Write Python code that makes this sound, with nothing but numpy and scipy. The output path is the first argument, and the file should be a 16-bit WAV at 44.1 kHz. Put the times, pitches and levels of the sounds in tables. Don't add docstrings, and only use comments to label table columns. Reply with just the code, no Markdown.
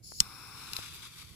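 import sys
import numpy as np
from scipy import signal
from scipy.fft import rfft, irfft
from scipy.io import wavfile
from scipy.ndimage import map_coordinates

SR = 44100
rng = np.random.default_rng(int(sys.argv[2]) if len(sys.argv) > 2 else 0)


def pcm_store(signal):
    levels = np.round(np.clip(np.atleast_2d(signal), -1, 1) * 32767)
    wavfile.write(sys.argv[1], SR, levels.astype(np.int16).T)


N = 59535
TIME, BIN_HZ = np.arange(N) / SR, np.fft.rfftfreq(N, 1 / SR)
SNAP_S, CATCH_S, WITHDRAW_S = 0.2032, 0.0098, 0.77


def amp(db):
    return 10 ** (np.asarray(db) / 20)


def unit(x):
    return x / np.sqrt(np.mean(x ** 2) + 1e-20)


def read(table, hz, column=1):
    table = np.array(table)
    return np.interp(np.log(hz + 1), np.log(table[:, 0] + 1), table[:, column])


def add(mix, start_s, sound):
    part = mix[..., round(start_s * SR):][..., :sound.shape[-1]]
    part += sound[..., :part.shape[-1]]


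def delay(x, seconds):
    return irfft(rfft(x) * np.exp(-2j * np.pi * BIN_HZ * seconds), N)


def lowpass(x, hz, order=2):
    return signal.sosfilt(signal.butter(order, hz, fs=SR, output="sos"), x)


def colour(pair, table, size=4096):
    hz = abs(np.fft.fftfreq(size, 1 / SR))
    log_gain = np.log(amp([read(table, hz, 1), read(table, hz, 2)]))
    response = np.exp(np.conj(signal.hilbert(log_gain)))
    taps = np.fft.ifft(response).real[:, :size // 2]
    return signal.fftconvolve(pair, taps, axes=1)[:, :N]


# frequency in Hz, likeness from 0 to 1.
MIC_LIKENESS = [(50, 0.89), (600, 0.92), (1300, 0.88), (2500, 0.49), (5000, 0.16), (9000, 0), (15000, 0)]


def at_mics(a, b):
    same = read(MIC_LIKENESS, BIN_HZ)
    return np.array([a, irfft(same * rfft(a) + np.sqrt(1 - same ** 2) * rfft(b), N)])


def noise():
    return at_mics(*rng.standard_normal((2, N)))


def flutter(depth_db, hz):
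    return amp(depth_db * unit(lowpass(rng.standard_normal(N), hz)))


def scatter(t60, size=3000):
    burst = rng.standard_normal((2, size)) * amp(-60 * TIME[:size] / t60)
    return burst / np.linalg.norm(burst, axis=1, keepdims=True)


# frequency in Hz, left and right gain in dB.
RUMBLE_COLOUR = [(20.2, -62, -54), (44.6, -50.5, -34), (91, -36, -28.5), (129.3, -35.5, -29),
                 (245, -52, -44.5), (412, -42.5, -43)]
# time in seconds, gain in dB.
RUMBLE_SWELL = [(0, -3), (.13, -1), (.27, -0.5), (.45, -2), (.6, -2), (.75, 0), (.97, 0), (1.1, -4),
                (1.35, 1.5)]


def rumble():
    swell = amp(np.interp(TIME, *np.transpose(RUMBLE_SWELL)))
    low = lowpass(colour(noise(), RUMBLE_COLOUR), hz=308, order=3)
    hiss = amp(-72) * noise()
    whine = amp(-82.5) * np.sin(2 * np.pi * 2260 * TIME)
    return low * swell + hiss + whine


# frequency in Hz, left and right gain in dB.
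GAS_COLOUR = [(696, -84, -64), (1530, -68, -69), (3340, -53, -74), (4000, -49, -69), (4190, -37, -61),
              (5450, -33, -45), (6040, -49.5, -51), (6880, -37.5, -35.5), (8100, -49.5, -50),
              (8460, -65, -63), (9280, -63, -60), (10210, -49, -35), (12500, -61, -57), (14100, -63, -46),
              (15200, -49, -56)]


def gas(open_s=0.015, rise_s=0.03, swell_db_per_s=40):
    opening = np.clip((TIME - open_s) / rise_s, 0, 1) ** 2
    unlit = np.clip(1 - (TIME - SNAP_S) / CATCH_S, 0, 1)
    swell = amp(1.3 + swell_db_per_s * np.minimum(TIME - SNAP_S, 0))
    return colour(noise() * opening * unlit * swell * flutter(depth_db=1.06, hz=63), GAS_COLOUR)


# start in seconds, relative level in dB, pitch in Hz.
LEFT_KNOCKS = [(0.1204, -28.5, 900), (0.2041, -29, 310), (0.7895, -23, 750)]


def knocks(t60=0.0019):
    out = np.zeros((2, N))
    for start_s, db, hz in LEFT_KNOCKS:
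        decay = amp(db - 60 * TIME / t60)
        add(out[0], start_s, 2 * decay * np.sin(2 * np.pi * hz * TIME))
    return lowpass(out, hz=3060, order=4)


# start and length in seconds, pitch in Hz, left and right level in dB.
LOW_THUMPS = [(0.2029, 0.0123, 147, -44, -31.5), (0.2062, .024, 44.3, -56, -36.5),
              (0.7112, 0.0077, 94, -54, -41.5), (0.7898, .007, 170, -39.5, -54),
              (1.238, 0.025, 77.6, -53.5, -45.5)]


def thumps():
    out = np.zeros((2, N))
    for start_s, length_s, hz, left_db, right_db in LOW_THUMPS:
        t = np.arange(0, length_s, 1 / SR)
        push = np.sin(np.pi * t / length_s) ** 0.5 * np.sin(2 * np.pi * hz * t)
        add(out, start_s, amp([[left_db], [right_db]]) * push)
    return out


# frequency in Hz, left and right gain in dB.
SNAP_COLOUR = [(720, -41, -27), (1320, 3.5, 4), (2230, 5.5, -3.5), (2600, 17, 8), (3430, 15, -2),
               (3750, 1, -4), (4170, 21, -13), (4740, 13.5, -5), (5040, 24, 16), (5600, 11.5, 7),
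               (6150, 26.5, -11), (6870, 12.5, 23), (7300, 4, 12.5), (8100, -8, 23), (9300, -18, 9),
               (10120, 9.5, 16.5), (11500, 0.5, 2), (14500, -8.5, 7.5)]
# pitch in Hz, left and right level in dB, seconds to fall by 60 dB.
LIGHTER_MODES = [(3580, -37.5, -55, 0.087), (5110, -2, -19, 0.0039), (5534, -24, -42, 0.046),
                 (6570, -25, -29, 0.018), (8280, -40, -27, .04)]


def snap(rebound_s=0.000948, ring_rise_s=0.00052, left_lag_s=0.000323):
    blow = np.zeros((2, N))
    add(blow, SNAP_S, np.ones(1))
    rattle = amp(-5.5) * scatter(t60=0.0094)
    add(blow, SNAP_S + rebound_s, rattle)
    blow[0] += 0.27 * delay(blow[0], rebound_s)
    out = amp(-4.5) * colour(blow, SNAP_COLOUR)
    rise = np.minimum(TIME / ring_rise_s, 1)
    for hz, left_db, right_db, t60 in LIGHTER_MODES:
        decay = amp(-60 * np.maximum(TIME - ring_rise_s, 0) / t60)
        ring = rise * decay * np.cos(2 * np.pi * hz * TIME)
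        add(out, SNAP_S, amp([[left_db], [right_db]]) * ring)
    return np.array([delay(out[0], left_lag_s), out[1]])


# frequency in Hz, left and right gain in dB.
FLAME_COLOUR = [(330, -47, -46.5), (647, -59, -60.5), (763, -45.5, -49), (1146, -36.5, -42),
                (1466, -36.5, -43.5), (1800, -52.5, -58), (2490, -38, -46.5), (3150, -56.5, -73),
                (3580, -41, -55.5), (4930, -44.5, -62), (5336, -32.5, -51), (6000, -54, -56),
                (8460, -57.5, -49), (9300, -65, -52.5), (10970, -55, -43.5), (12900, -77, -60),
                (14600, -61, -49.5)]


def flame(flare_db=3, flare_s=0.012, fade_db_per_s=79):
    lit_s = np.maximum(TIME - SNAP_S, 0)
    catch = np.minimum(lit_s / CATCH_S, 1)
    fade_db = fade_db_per_s * np.maximum(TIME - WITHDRAW_S, 0)
    level_db = 0.57 + flare_db * np.exp(-lit_s / flare_s) - fade_db
    out = colour(noise() * catch * amp(level_db), FLAME_COLOUR)
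    whoosh = amp([[-18], [-10]]) * scatter(t60=0.12)
    add(out, SNAP_S, whoosh)
    return out


def sparks(per_second=3000, spread_db=3):
    size = amp(spread_db * np.minimum(rng.exponential(1, (2, N)), 5))
    sign = rng.choice([-1, 1], (2, N))
    fires = rng.random((2, N)) < per_second / SR
    return unit(at_mics(*(size * sign * fires)))


def off_floor(pair, reflection=0.42, drift_s_per_s=0.00016):
    lag_s = 0.000787 + drift_s_per_s * (TIME - WITHDRAW_S)
    echo = np.array([map_coordinates(x, [(TIME - lag_s) * SR], order=3) for x in pair])
    return pair + reflection * echo


# frequency in Hz, left and right gain in dB.
FUSE_COLOUR = [(376, -55, -50.5), (620, -63.5, -60.5), (1083, -44.5, -49.5), (2180, -42, -48),
               (3920, -36.5, -48.5), (4850, -40, -49), (6650, -46.5, -51), (7830, -57.5, -42),
               (8850, -66, -51), (10160, -54, -42.5), (12100, -60, -48.5), (15000, -70, -54)]
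# time in seconds, gain in dB.
FUSE_SURGES = [(0.537, -11), (.6, -1.5), (.68, -1.5), (.77, 4.5), (.835, 4.5), (.91, -0.5), (.941, 2),
               (1.015, -2), (1.036, 4.5), (1.077, 0), (1.093, -5), (1.14, -3), (1.165, -2.5), (1.19, 0.5),
               (1.224, 1), (1.241, -5.5), (1.35, -8.5)]
# centre and width in seconds, treble lift in dB.
FUSE_SIZZLES = [(.768, 0.025, 4), (.945, 0.018, 3)]


def fuse(spark_share=0.25, left_lag_s=0.00007, top_hz=8500, top_follows=0.85):
    fizz = np.sqrt(1 - spark_share) * noise() + np.sqrt(spark_share) * sparks()
    fizz[0] = delay(fizz[0], left_lag_s)
    fizz = off_floor(fizz) * flutter(depth_db=1.2, hz=88)
    body = irfft(rfft(fizz) / (1 + (BIN_HZ / top_hz) ** 6), N)
    top = fizz - body
    burn_db = np.interp(TIME, *np.transpose(FUSE_SURGES), left=-90)
    sizzle_db = sum(db * np.exp(-0.5 * ((TIME - s) / width) ** 2) for s, width, db in FUSE_SIZZLES)
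    surging = body * amp(burn_db) + top * amp(top_follows * burn_db + sizzle_db)
    return amp(-1.38) * colour(surging, FUSE_COLOUR)


# time in seconds, crack and sputter gain in dB, sputter width in seconds.
FUSE_SPITS = [(.7339, -1.5, -11, .0005), (0.7663, -2.5, -7, .001)]
# frequency in Hz, left and right gain in dB.
SPIT_COLOUR = [(780, -30, -43), (2060, -6, -20), (3340, -7, -13), (4270, 7.5, -14), (5350, 0, -9.5),
               (6400, -6.5, -8), (8700, -21, -12), (10700, -25, -7.5), (14500, -27, -10)]


def spits():
    out = np.zeros((2, N))
    for at_s, crack_db, sputter_db, width_s in FUSE_SPITS:
        sputter = noise() * np.exp(-0.5 * ((TIME - at_s) / width_s) ** 2)
        out += amp(sputter_db) * sputter / np.linalg.norm(sputter, axis=1, keepdims=True)
        add(out, at_s, amp([crack_db]))
        spray = amp(crack_db - 2) * scatter(t60=0.018)
        add(out, at_s, spray)
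    return colour(off_floor(out), SPIT_COLOUR)


def scene():
    return gas() + snap() + thumps() + flame() + fuse() + spits() + knocks() + rumble()


# frequency in Hz, gain in dB.
MIC_ROLL_OFF = [(15000, -0.5), (15400, -12), (16000, -33)]


def record(dry, edge_hz=16900):
    dull = irfft(rfft(dry) * amp(read(MIC_ROLL_OFF, BIN_HZ)), N)
    taps = signal.firwin(255, edge_hz, window=("kaiser", 9), fs=SR)
    return signal.oaconvolve(dull, taps[None], "same")


dry = scene()
out = record(dry)
pcm_store(out)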